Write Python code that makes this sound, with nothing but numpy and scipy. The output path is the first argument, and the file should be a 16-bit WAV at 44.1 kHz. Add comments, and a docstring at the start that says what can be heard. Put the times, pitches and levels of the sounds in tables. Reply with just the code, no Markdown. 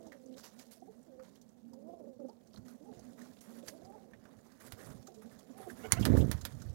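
"""Pigeons coo in a wooden loft: gliding tones and octaves, roughened by rattle and hoarse noise.
Farther off, two wandering hums and a blurred noise band make the murmur of the flock.
Shaped noise rustles, ticks and crackles as feet and feathers stir the litter. Near the end something
knocks the nest box: noise snaps and ringing modes clack, pressure pulses thud in a stumbling run.
At the microphone nearly all sound is in the right channel; the left has a faint loft echo and hiss."""
import sys
import numpy as np
from scipy import signal
from scipy.fft import rfft, irfft, next_fast_len
from scipy.io import wavfile
from scipy.ndimage import uniform_filter1d, map_coordinates

SR = 44100
rng = np.random.default_rng(int(sys.argv[2]) if len(sys.argv) > 2 else 0)


def persist_wave(psi):
    """Save psi, clipped to +-1, as 16-bit WAV."""
    counts = np.round(np.clip(psi, -1, 1) * 32767).astype(np.int16)
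    wavfile.write(sys.argv[1], SR, np.atleast_2d(counts).T)


N = 297234

# Levels are relative, before the gains in the functions; spectra give level per Hz.
# The coos, one list of points each: t/s, pitch f/Hz, fundamental level/dB, octave level/dB, rasp/0-1
COO_GLIDES = [
    [(-.02, 321.4, -67, -68, 1), (.09, 323.4, -62.5, -63.5, 0.75), (.125, 274.6, -75, -66, 0.2),
     (.15, 279.2, -64, -62.5, .3), (.2, 258, -72, -70, 0.26), (.245, 266.3, -64, -67, 0.75),
     (.29, 253.2, -52, -61, 0.5), (.34, 255.5, -53, -58, 0.2), (.36, 249.5, -64, -64, 0.6),
     (.39, 293, -61, -59, 0.5)],
    [(1.06, 350.4, -70.5, -78, 0.5), (1.085, 325.4, -64.5, -67, 0.24), (1.105, 273.6, -76, -65, 0.14),
     (1.13, 261, -70, -57, 0.02), (1.16, 250, -67, -62.5, 0.64), (1.195, 262.5, -73, -53.5, 0),
     (1.225, 258.3, -70, -55, 0.07), (1.245, 253, -72, -68, .2)],
    [(1.72, 255.6, -68, -65, .3), (1.79, 271.6, -61, -64, .4), (1.855, 307.8, -65, -66, .6),
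     (1.885, 330.2, -67, -57.5, 0.44), (1.94, 346.5, -62, -59, 0.67), (1.972, 328.8, -70, -62.5, 0.4),
     (2.0, 332.6, -67, -58, .7), (2.04, 272.5, -64, -59, 0.67), (2.11, 272.7, -61, -58, 0.33),
     (2.15, 247, -68, -62.5, 0.34), (2.18, 251, -56, -61, 0.3)],
    [(2.188, 280.4, -57, -58, .6), (2.205, 299, -55, -54, 0.5), (2.22, 269.6, -58, -51, 0.14),
     (2.236, 249.7, -49.5, -54, 0.38), (2.252, 264, -50, -50, 0.1), (2.27, 237, -61, -59, 0.4)],
    [(2.28, 368, -76, -64, 0.5), (2.293, 430, -67, -60, 1), (2.308, 438, -73, -69, 1),
     (2.33, 490, -76, -78, 0.7)],
    [(2.803, 271.6, -59, -62, .4), (2.835, 315, -61, -72, .5), (2.865, 402, -71, -65.5, .5),
     (2.893, 414, -67, -61.5, 0.53), (2.925, 363, -76, -66, .7), (2.965, 370.7, -68, -67.5, 0.95),
     (3.01, 328, -70, -67.5, .7)],
    [(3.51, 270.5, -62, -66, 0.65), (3.6, 279.7, -69, -72, 1), (3.64, 279.5, -68, -65, 0.68),
     (3.668, 265, -69, -69, .5), (3.69, 304.7, -67, -61.5, 0.64), (3.715, 279.7, -70, -65.5, 0.9),
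     (3.77, 335, -63.5, -65, 0.87), (3.797, 279, -66, -66.5, 0.4), (3.835, 373, -71, -65, 0.6)],
    [(3.848, 361.5, -61, -61, 0.4), (3.885, 398.3, -69, -64, 0.2), (3.905, 383, -60, -60.5, 0.62),
     (3.93, 426, -66, -62, 0.3), (3.952, 429.5, -65, -61, 0.57), (3.975, 367.4, -65, -63, 0.7),
     (4.015, 405, -69, -67, .3), (4.05, 380, -61, -73, .4)],
    [(5.072, 389, -57, -59, 0.7), (5.1, 360, -68, -68.5, 0.84), (5.16, 343, -82, -72, .4)],
    [(5.552, 354, -72, -56, .4), (5.585, 414, -69, -65.5, .3), (5.605, 375, -64, -56, 0.43),
     (5.63, 378, -60, -61, 0.3), (5.652, 402, -69, -61.5, 0.1), (5.677, 360.6, -59, -59, 1),
     (5.705, 370, -51, -74, 0.6)],
]
# Throat pulses within the coos: middle t/s, swell/dB
THROAT_PULSES = [(.008, 5), (.075, 3), (.152, 5.5), (1.79, 2), (1.828, 5), (1.888, 2.5), (1.939, 3.5),
                 (2.0, 4.5), (2.075, 7), (2.22, 2.5), (2.252, 5), (2.97, 1), (3.001, 6.5), (3.595, 4),
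                 (3.638, 6.5), (3.693, 3.5), (3.742, 4), (3.772, 5), (3.803, 3.5), (3.828, 4.5), (3.957, 3),
                 (5.604, 4), (5.675, 4.5)]
# Hoarse band of the coos: f/Hz, level/dB
HOARSE_SPECTRUM = [(150, -31), (280, -7), (380, 3.5), (480, 8), (620, -1.5), (850, -54), (1100, -16.5),
                   (1350, -29.5), (2500, -62)]
PULSE_HALF_S, COO_EDGE_S = 0.0076, 0.0078  # pulse half width; fade at both ends of a coo
# At full rasp: flutter of the level, pitch jitter (share), rattle relative to the octave (share)
COO_THROB_DB, COO_JITTER, COO_RATTLE = 3.8, 0.04, 0.6

# Hums of birds farther off: start t/s, length/s, level/dB
FLOCK_HUMS = [(0.0, 0.12, -64), (0.57, 0.046, -58.5), (0.657, 0.073, -67), (0.813, 0.041, -61),
              (0.977, 0.033, -58.5), (1.193, 0.12, -65), (1.692, 0.24, -58), (2.002, 0.11, -57),
              (2.191, 0.12, -57), (2.562, 0.2, -57.5), (2.824, 0.11, -57), (3.013, 0.3, -56.5),
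              (3.477, 0.163, -56), (3.71, 0.31, -70), (4.7, 0.39, -69), (5.243, 0.032, -50),
              (5.491, 0.038, -55.5), (5.678, 0.32, -57)]
# Blurred murmur of the rest of the flock: t/s, level/dB
MURMUR_LEVEL = [(0.0, -65), (0.34, -69.5), (1.73, -71.5), (1.93, -66), (2.1, -76), (2.34, -69), (3.0, -67),
                (3.45, -68.5), (3.8, -61.5), (4.11, -64.5), (4.61, -73.5), (4.87, -57.5), (5.15, -66.5),
                (5.5, -64)]
# Murmur noise band: f/Hz, level/dB
MURMUR_SPECTRUM = [(80, -101), (120, -9.5), (160, -0.5), (215, 6.0), (265, 0.5), (320, -5.5),
                   (420, -3.0), (540, -2.5), (720, -7.0), (1000, -21.5), (2000, -44.0)]
MURMUR_GAIN_DB = 0.5
HUM_REST_DB, HUM_ATTACK_S, HUM_T60_S = -65, 0.013, 0.062

# Steady stirring of the litter: t/s, crunching level/dB, scraping level/dB
LITTER_STIR = [(0.0, -77, -78.5), (0.26, -80, -83.5), (0.62, -73.5, -75), (0.77, -81, -81.5),
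               (2.27, -85, -88), (3.57, -72, -75.5), (4.13, -81.5, -77), (4.45, -79, -76.5),
               (4.8, -70.5, -68), (5.07, -74.5, -80), (5.59, -77, -73), (6.1, -62.5, -52.5),
               (6.53, -70, -71.5), (6.74, -72, -70.5)]
# Strokes of feet and feathers: start t/s, length/s, crunching, scraping and brushing level/dB
LITTER_STROKES = [(0.113, 0.03, -84, -66.5, -96), (0.365, 0.038, -62, -71, -83),
                  (0.431, 0.039, -58.5, -64.5, -71), (0.586, 0.01, -56.5, -65, -62.5),
                  (0.708, 0.032, -61.5, -80, -61.5), (1.217, 0.068, -73, -70.5, -91),
                  (1.345, 0.017, -73, -75, -94), (2.535, 0.056, -75.5, -74, -79),
                  (2.648, 0.09, -73.5, -71, -74.5), (2.917, 0.14, -76.5, -73, -92),
                  (3.176, 0.084, -67.5, -65.5, -78), (3.407, 0.0073, -72, -93, -59),
                  (3.433, 0.15, -98, -72.5, -72), (3.656, 0.045, -63.5, -72, -60.5),
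                  (4.267, 0.093, -92, -75, -102), (4.597, 0.08, -69, -66, -63), (4.77, 0.15, -81, -66, -67),
                  (5.212, 0.0092, -86, -66, -66), (5.307, 0.042, -78, -69, -75),
                  (5.566, 0.35, -76.5, -71, -67.5), (5.833, 0.027, -61, -59, -72),
                  (5.902, 0.025, -57, -54, -62), (5.919, 0.013, -48, -46, -51),
                  (5.991, 0.041, -51.5, -61, -56.5), (6.051, 0.01, -69, -41.5, -72),
                  (6.164, 0.035, -58, -53, -53)]
# Crunching litter: f/Hz, level/dB
CRUNCH_SPECTRUM = [(1800, -5.5), (2700, -7.5), (3600, -1), (6900, 2.5), (8300, -7), (11000, -7)]
# Scraping feet: f/Hz, level/dB
SCRAPE_SPECTRUM = [(150, -22), (350, 11.5), (700, 4.5), (1100, 4.5), (1900, 1.5), (2600, -10.5),
                   (3500, -11), (6000, -21)]
# Brushing feathers: f/Hz, level/dB
BRUSH_SPECTRUM = [(5500, -7.5), (8300, -4), (11000, 1), (13500, -5), (16000, -10.5)]
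STIR_CRUNCH_DB, STIR_SCRAPE_DB, STIR_BRUSH_DB = 1, -0.5, -5  # gains; brushing follows crunching
STROKE_ATTACK_S, STROKE_T60_S = 0.0084, 0.16
SLIP_GRAIN_DB = 3.2
# Straws snapping: t/s, pitch f/Hz, level/dB
STRAW_SNAPS = [(0.26, 6670, -62), (0.341, 3650, -64), (0.803, 6040, -71), (0.963, 7000, -74),
               (1.029, 7550, -65.5), (1.491, 6600, -68), (2.295, 4840, -63), (2.533, 4230, -59),
               (2.541, 4200, -66), (2.5605, 4150, -57), (2.573, 4330, -62), (3.8493, 5100, -59.5)]

# Weight shifting on the box: middle t/s, half length/s, level/dB
BOX_LOADS = [(2.61, 0.044, -57), (2.995, 0.061, -57), (3.873, 0.057, -63), (4.202, 0.056, -67.5),
             (4.38, 0.028, -68), (4.72, 0.066, -55.5), (4.924, 0.073, -51), (5.273, 0.1, -67),
             (5.85, 0.2, -58.5), (6.144, 0.14, -30.5), (6.67, 0.42, -49.5)]
# Rumble of the box: f/Hz, level/dB
RUMBLE_SPECTRUM = [(20, -29), (40, -8), (72, -7), (115, 1), (170, -6.5), (270, -13.5), (500, -41),
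                   (900, -60), (2000, -72)]
# Judder of the boards: f/Hz, level/dB
JUDDER_SPECTRUM = [(150, -21), (260, 5.0), (480, -5.5), (650, -7.5), (1200, -56), (3000, -58)]
SHUDDER_REST_DB = -72.5  # level before gain, box at rest

# Claws and beaks ticking: t/s, tap pitch f/Hz, wood level/dB, litter level/dB
CLAW_TICKS = [(0.067, 865, -50, -60), (0.1193, 1970, -49.5, -58.5), (0.382, 1620, -57, -55.5),
              (0.594, 2320, -61, -70), (1.1945, 1330, -51, -69.5), (1.413, 804, -79, -60),
              (1.732, 840, -52.5, -61), (2.197, 1300, -65, -72), (2.283, 800, -61, -65),
              (2.4703, 1390, -96, -64.5), (2.54, 717, -46.5, -63), (2.572, 1390, -57.5, -61),
              (2.6803, 1430, -55, -58), (2.9916, 714, -56, -58), (3.215, 1900, -59, -57),
              (3.256, 1400, -63, -82), (3.407, 1350, -81, -55.5), (3.68, 1950, -46, -42.5),
              (4.133, 1930, -50, -69.5), (4.253, 1530, -52, -67), (4.387, 1660, -60.5, -70),
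              (4.518, 1400, -59.5, -65.5), (4.8439, 1350, -64, -58), (4.9008, 1370, -50, -61),
              (5.0693, 1400, -54.5, -52), (5.142, 1350, -73, -59.5), (5.389, 1170, -57, -55.5),
              (5.698, 1690, -50.5, -58.5), (6.024, 3130, -39, -53), (6.2075, 3400, -43.5, -60),
              (6.411, 1430, -56.5, -48.5), (6.5206, 1350, -69, -60), (6.617, 1440, -49.5, -50)]
# Wood under a tick: frequency/multiple of tap pitch, level/dB
TICK_WOOD_SPECTRUM = [(.22, 6), (.6, -6.5), (1, 9.5), (1.35, -8), (1.9, -13.5), (4.4, -58)]
# Litter under a tick: f/Hz, level/dB
TICK_LITTER_SPECTRUM = [(1500, -69), (2700, -15), (3700, -7.5), (6500, 0), (8500, -10), (15000, -14.5)]
TICK_T60_S = 0.058

# Short clucks: middle t/s, pitch f/Hz, half length/s, level/dB, octave level re fundamental/dB
CLUCK_NOTES = [(0.776, 335, .012, -70.5, 7.5), (.828, 365, 0.014, -60, 4.5),
               (0.883, 390, 0.013, -57.5, 0.5), (0.897, 443, 0.028, -57.5, -26),
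               (1.671, 237.9, 0.08, -54.5, -30), (2.666, 248.5, 0.023, -51.5, -28),
               (2.897, 438, .026, -53.5, -19), (3.896, 444, 0.025, -57, -24), (5.184, 443, .05, -58.5, -43),
               (5.606, 422, 0.017, -55, -16), (5.852, 448, 0.028, -47, -34)]

# Hard clacks on the box: t/s, level/dB, ring level re clack/dB
BOX_CLACKS = [(4.7221, -31, -16), (5.9214, -14, 0), (6.0530, -14.5, -22), (6.3140, -19, -15),
              (6.4518, -20.5, -35.5)]
# Noise of a clack: f/Hz, level/dB
CLACK_SPECTRUM = [(180, -30), (300, 0), (678, -11), (1810, -8), (2070, -8), (2740, -15.5), (3030, -9),
                  (3890, -10.5), (8790, -15.5), (11900, -12), (16000, -18)]
# Ringing modes of the striking piece: f/Hz, level/dB, 60 dB decay/s
STRIKER_MODES = [(1044, -11, 0.077), (1350, -18, 0.075), (2070, 6.5, 0.026), (4520, 3, 0.021),
                 (5860, 7, 0.028), (6750, 13, 0.011), (8080, 6.5, 0.02), (8900, 11.5, 0.014),
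                 (10000, 12.5, 0.013)]

# Soft blows on the boards: t/s, level/dB, hardness f/Hz
BOARD_BLOWS = [(4.734, -48.5, 65), (4.906, -45, 60), (6.038, -35, 121), (6.111, -20, 120),
               (6.261, -25.5, 130), (5.933, -25.5, 113), (5.976, -32, 114), (5.996, -27, 183),
               (6.012, -20, 168), (6.049, -26, 129), (6.071, -21, 188), (6.086, -22, 233),
               (6.1031, -13, 167), (6.122, -26.5, 394), (6.14, -19.5, 330), (6.151, -16.5, 268),
               (6.178, -16, 172), (6.192, -22, 110), (6.2041, -18, 234), (6.217, -31, 180),
               (6.245, -29, 248), (6.28, -30.5, 262), (6.296, -25, 159), (6.35, -26.5, 70),
               (6.439, -35.5, 60), (6.572, -41, 59.5), (6.66, -35, 55), (6.701, -32.5, 55)]
# Ringing modes of the boards: nominal f/Hz, level/dB, 60 dB decay/s
BOARD_MODES = [(75.2, -3, 0.22), (106, 4, 0.1), (182, -0.5, 0.054), (260, 1.5, 0.044), (394, -2, 0.023),
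               (461, -3, 0.039), (670, -28, 0.041), (1010, -29.5, .034)]

# Wood squeaking under load: middle t/s, pitch f/Hz, half length/s, level/dB
JOINT_SQUEAKS = [(5.853, 737, 0.033, -52.5), (5.981, 696, 0.035, -50.5)]
# Harmonics of a squeak: frequency/multiple of pitch, level/dB
SQUEAK_HARMONICS = [(1, -1.5), (2, -6), (3, -9), (4, -11.5)]
SQUEAK_JITTER, SQUEAK_FLUTTER_DB = 0.06, 3.5  # pitch jitter as a share

# Decay of the wooden loft: f/Hz, 60 dB decay/s
LOFT_DECAY = [(100, 0.24), (300, 0.23), (1000, 0.28), (5000, 0.095), (14000, 0.027)]
# Steady hiss: f/Hz, level/dB
HISS_SPECTRUM = [(20, 0.5), (70, -7.5), (170, -13), (500, -22), (1000, -27.5), (5500, -36.5), (8500, -32),
                 (11000, -35), (14500, -29)]
TOP_HZ = 15900


def amp(db):
    """Decibels to amplitude gain."""
    return 10 ** (np.asarray(db) / 20)


def unit(x):
    """Scale to rms 1."""
    return x / np.sqrt(np.mean(x ** 2) + 1e-20)


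def along(points, hz):
    """Read (f/Hz, value) points on a log frequency axis."""
    f, values = np.transpose(points)
    return np.interp(np.log(hz + 1), np.log(f + 1), values)


def curves(rows):
    """One value per sample for each column after the time."""
    times, *columns = np.transpose(rows)
    return [np.interp(np.arange(N) / SR, times, column) for column in columns]


def wobble(rate):
    """A smooth random curve with rate knots a second."""
    knots = rng.standard_normal(int(N * rate / SR) + 4)
    return map_coordinates(knots, [np.arange(N) * rate / SR])


def filtered(x, response):
    """Apply a frequency response to x."""
    n = x.shape[-1]
    m = next_fast_len(n + 8192)  # room for the filter tail
    return irfft(rfft(x, m) * response(np.fft.rfftfreq(m, 1 / SR)), m)[..., :n]


def coloured(x, spectrum):
    """Weight x by a spectrum and scale it to rms 1."""
    return unit(filtered(x, lambda hz: amp(along(spectrum, hz))))


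def add(track, s, sound):
    """Mix a sound into the track from time s."""
    start = max(round(s * SR), 0)
    track[start:start + len(sound)] += sound[:max(N - start, 0)]


def fade(t, t60):
    """A decay of 60 dB in t60 seconds."""
    return np.exp(-np.log(1000) * t / max(t60, .001))


def patchy(x, depth_db):
    """Shifting contact points lend x resonances that change from moment to moment."""
    z = signal.stft(x, nperseg=256)[2]
    across_pitch = uniform_filter1d(rng.standard_normal(z.shape), 4, 0)
    field = uniform_filter1d(across_pitch, 9, 1)
    return signal.istft(z * amp(depth_db * unit(field)), nperseg=256)[1][:len(x)]


def stroke(start, length, attack, t60):
    """An envelope that rises, holds until start + length and dies away."""
    t = np.arange(N) / SR - start
    return np.clip(t / max(attack, .001), 0, 1) * fade(np.clip(t - length, 0, 1), t60)


def coos(rattle_hz=150, third_db=-21, hoarse_db=-2, pulse_lift=0.041):
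    """Tone and octave glide in throat-pulsed syllables; rasp adds a rattle below the octave and breath."""
    t, out = np.arange(N) / SR, np.zeros(N)
    shake, throb = wobble(130), wobble(90)
    flap = 2 * np.pi * np.cumsum(rattle_hz * (1 + 0.25 * wobble(40))) / SR
    hoarse = coloured(rng.standard_normal(N), HOARSE_SPECTRUM)
    push_db = sum(db * np.exp(-((t - s) / PULSE_HALF_S) ** 2) for s, db in THROAT_PULSES)
    for coo in COO_GLIDES:
        times, *controls = np.transpose(coo)
        on = (t > times[0]) & (t < times[-1])
        pitch, low_db, high_db, rasp = [np.interp(t[on], times, c) for c in controls]
        # Each push lifts the pitch as well as the level.
        lift = pulse_lift * push_db[on] / push_db.max()
        pitch = pitch * (1 + COO_JITTER * rasp * shake[on] + lift)
        phase = 2 * np.pi * np.cumsum(pitch) / SR
        rattle = COO_RATTLE * np.sin(2 * phase - flap[on]) + amp(hoarse_db) * hoarse[on]
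        upper = np.sin(2 * phase) + amp(third_db) * np.sin(3 * phase) + rasp * rattle
        voice = np.sqrt(2) * (amp(low_db) * np.sin(phase) + amp(high_db) * upper)
        gate = np.clip(np.minimum(t[on] - times[0], times[-1] - t[on]) / COO_EDGE_S, 0, 1)
        out[on] += gate * voice * amp(push_db[on] + COO_THROB_DB * rasp * throb[on])
    return out


def flock(pitch_hz=236, drift=0.072, octave_db=-22, blur_db=-13, count=2):
    """Farther birds hum around one pitch and beat together, over a blurred noise band of murmur."""
    hum = np.zeros(N)
    for _ in range(count):
        pitch = pitch_hz * (1 + drift * wobble(16) + 0.04085 * wobble(70))
        phase = 2 * np.pi * np.cumsum(pitch) / SR
        hum += amp(5.3 * wobble(22)) * (np.sin(phase) + amp(octave_db) * np.sin(2 * phase))
    # Even out the running level before shaping the calls.
    hum /= np.sqrt(np.abs(uniform_filter1d(hum ** 2, SR // 8)) + 1e-9)
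    blur = coloured(rng.standard_normal(N), MURMUR_SPECTRUM)
    power = amp(HUM_REST_DB) ** 2
    for s, length, db in FLOCK_HUMS:
        power = power + (amp(db) * stroke(s, length, HUM_ATTACK_S, HUM_T60_S)) ** 2
    level = np.sqrt(power)
    murmur_level = amp(curves(MURMUR_LEVEL)[0] + MURMUR_GAIN_DB) + amp(blur_db) * level
    return level * hum + murmur_level * blur


def movement():
    """Strength of crunching, scraping and brushing: powers of steady stirring and strokes add."""
    crunch_db, scrape_db = curves(LITTER_STIR)
    stir_db = [crunch_db + STIR_CRUNCH_DB, scrape_db + STIR_SCRAPE_DB, crunch_db + STIR_BRUSH_DB]
    power = amp(stir_db) ** 2
    for s, length, *levels_db in LITTER_STROKES:
        envelope = stroke(s, length, STROKE_ATTACK_S, STROKE_T60_S)
        power += np.outer(amp(levels_db), envelope) ** 2
    return np.sqrt(power)


def rustle(crunch, scrape, brush, clump_db=2.0, patchy_db=2.5):
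    """Feet crunch and scrape the litter and feathers brush the boards, in clumps of tiny slips."""
    clumps = clump_db * wobble(45)

    def slips(spectrum):
        """Grainy friction noise of one contact; all three share the clumps."""
        noise = patchy(rng.standard_normal(N), patchy_db)
        return coloured(noise * amp(clumps + SLIP_GRAIN_DB * wobble(700)), spectrum)

    crunching = amp(-1.0) * crunch * slips(CRUNCH_SPECTRUM)
    scraping = amp(3.5) * scrape * slips(SCRAPE_SPECTRUM)
    return crunching + scraping + brush * slips(BRUSH_SPECTRUM)


def snap(hz, t60, octaves):
    """One dry snap: a decaying burst of noise around a pitch."""
    t = np.arange(SR // 25) / SR
    noise = rng.standard_normal(len(t))
    burst = filtered(noise, lambda f: 1 / (1 + (np.log2((f + 1) / hz) / octaves) ** 2))
    return unit(burst) * fade(t, t60)


def crackle(crunch, rate=70, spread_db=3, life=0.036, level_db=-2, most_db=-66):
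    """Crumbs and quills snap at random, louder with the crunching up to a cap; straws snap underfoot."""
    out = np.zeros(N)
    stir = np.minimum(crunch, amp(most_db))
    for place, size, pitch in rng.random((int(rate * N / SR), 3)):
        db = level_db + spread_db * min(-np.log(1 - size), 3)
        crumb = snap(3000 * 3 ** pitch, life, octaves=0.63)
        add(out, place * N / SR, stir[int(place * N)] * amp(db) * crumb)
    for s, hz, db in STRAW_SNAPS:
        add(out, s, amp(db) * snap(hz, t60=0.037, octaves=0.23))
    return out


def shudder(judder_db=-8, lumps_db=3, lumps_per_s=45):
    """Weight drags on the box in lumps and it rumbles; the hardest dragging makes the boards judder."""
    t = np.arange(N) / SR
    loads = sum(amp(db) * np.exp(-((t - s) / half) ** 2) for s, half, db in BOX_LOADS)
    force = amp(SHUDDER_REST_DB) + loads
    rumble = coloured(rng.standard_normal(N), RUMBLE_SPECTRUM)
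    judder = coloured(rng.standard_normal(N), JUDDER_SPECTRUM)
    lumps = amp(lumps_db * wobble(lumps_per_s))
    return force * lumps * (amp(-4.5) * rumble + amp(judder_db) * force / force.max() * judder)


def ticks(attack=0.0018, patchy_db=2):
    """Each small contact taps the wood and crunches the litter on it, with a colour of its own."""
    out, t = np.zeros(N), np.arange(SR // 4) / SR
    envelope = fade(t, TICK_T60_S) * (1 - np.exp(-t / attack))
    for s, tap_hz, tap_db, crunch_db in CLAW_TICKS:
        wood = [(k * tap_hz, db) for k, db in TICK_WOOD_SPECTRUM]
        tap = coloured(patchy(rng.standard_normal(len(t)), patchy_db), wood)
        crunch = coloured(patchy(rng.standard_normal(len(t)), patchy_db), TICK_LITTER_SPECTRUM)
        add(out, s, (amp(tap_db) * tap + amp(crunch_db) * crunch) * envelope)
    return out


def clucks(arch=0.099, rough=0.27):
    """Brief notes of a tone and its octave, whose pitch arches up and down."""
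    out, grain = np.zeros(N), 1 + rough * wobble(200)
    for s, hz, length, db, octave_db in CLUCK_NOTES:
        swell = np.hanning(int(2 * length * SR))
        phase = 2 * np.pi * np.cumsum(hz * (1 + arch * (swell - 1))) / SR
        note = np.sin(phase) + amp(octave_db) * np.sin(2 * phase)
        add(out, s - length, amp(db + 5.0) * swell ** 2 * note)
    return out * grain


def clacks(snap_t60=0.0034, tail_t60=0.065, tail_db=-7, ring_db=-11, ping_db=5, ping_hz=9700):
    """A hard noise snap, a short rattle of the box and decaying modes of the striking piece."""
    out, t = np.zeros(N), np.arange(SR // 4) / SR
    for s, db, bright_db in BOX_CLACKS:
        decay = fade(t, snap_t60) + amp(tail_db) * fade(t, tail_t60)
        crack = coloured(rng.standard_normal(len(t)), CLACK_SPECTRUM) * decay
        ring = np.zeros(len(t))
        for hz, level, t60 in STRIKER_MODES:
            tone = np.sin(2 * np.pi * (hz * t + rng.random()))
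            ring += amp(level + 2 * rng.standard_normal()) * fade(t, t60) * tone
        ping = fade(t, 0.013) * np.sin(2 * np.pi * ping_hz * t)
        ringing = amp(bright_db) * (amp(ring_db) * ring + amp(ping_db) * ping)
        add(out, s, amp(db - 9.5) * (crack + ringing))
    return out


def thuds(ring_db=-11, reach=1.8):
    """Each blow shoves the boards out and back once; harder ones ring the higher modes more."""
    out, t = np.zeros(N), np.arange(SR // 3) / SR
    for s, db, hard_hz in BOARD_BLOWS:
        u = 2 * np.pi * hard_hz * (t - t.mean())
        add(out, s - t.mean(), amp(db) * u * np.exp(-u ** 2 / 2))
        ring = np.zeros(len(t))
        for hz, level, t60 in BOARD_MODES:
            drive = amp(level + rng.normal(0, 3.8)) / np.hypot(1, (hz / (reach * hard_hz)) ** 2)
            tone = np.sin(2 * np.pi * hz * (1 + rng.normal(0, 0.063)) * t)
            ring += drive * fade(t, t60) * tone
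        add(out, s, amp(db + ring_db) * ring * (1 - np.exp(-t / 0.0015)))
    return out


def squeaks(arch=0.053, rise=0.055):
    """A loaded joint slips fast enough to sing for an instant, unevenly and rising a little."""
    out = np.zeros(N)
    for s, hz, length, db in JOINT_SQUEAKS:
        swell = np.hanning(int(2 * length * SR))
        n = len(swell)
        glide = 1 + arch * (swell - 1) + rise * np.linspace(-1, 1, n)
        phase = 2 * np.pi * np.cumsum(hz * (glide + SQUEAK_JITTER * wobble(1100)[:n])) / SR
        tone = np.zeros(n)
        for k, level in SQUEAK_HARMONICS:
            tone += amp(level + SQUEAK_FLUTTER_DB * wobble(243)[:n]) * np.sin(round(k) * phase)
        add(out, s - length, amp(db + 7.0) * swell ** 2 * tone)
    return out


def loft(x):
    """The short answer of the wooden walls: decaying noise, dying faster in the treble."""
    hz, t, z = signal.stft(rng.standard_normal(SR // 2), SR, nperseg=256)
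    decay = np.exp(-np.log(1000) * t / along(LOFT_DECAY, hz)[:, None])
    tail = signal.istft(z * decay, SR, nperseg=256)[1]
    answer = np.pad(tail / np.linalg.norm(tail), (SR // 300, 0))  # walls answer after 1/300 s
    return signal.fftconvolve(x, answer)[:N]


def scene():
    """Birds and box reach the right channel; the left holds a trace of them and faint hiss."""
    voices = coos() + clucks()
    contacts = clacks() + thuds() + squeaks()
    crunch, scrape, brush = movement()
    litter = rustle(crunch, scrape, brush) + crackle(crunch) + ticks()
    echo = loft(amp(-16.0) * voices + amp(-15.5) * contacts)
    sound = voices + contacts + litter + echo + flock() + shudder()
    hiss = coloured(rng.standard_normal((2, N)), HISS_SPECTRUM)
    left = amp(-47.0) * loft(sound) + amp(-76.5) * hiss[0]
    right = amp(5.0) * sound + amp(-84.0) * hiss[1]
    return np.array([left, right])


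def record(dry, low_cut_hz=44):
    """The microphone loses the deepest bass, and nothing is kept above the band limit."""
    return filtered(dry, lambda hz: (hz < TOP_HZ) / np.sqrt(1 + (low_cut_hz / (hz + 1)) ** 10))


dry = scene()
out = record(dry)
persist_wave(out)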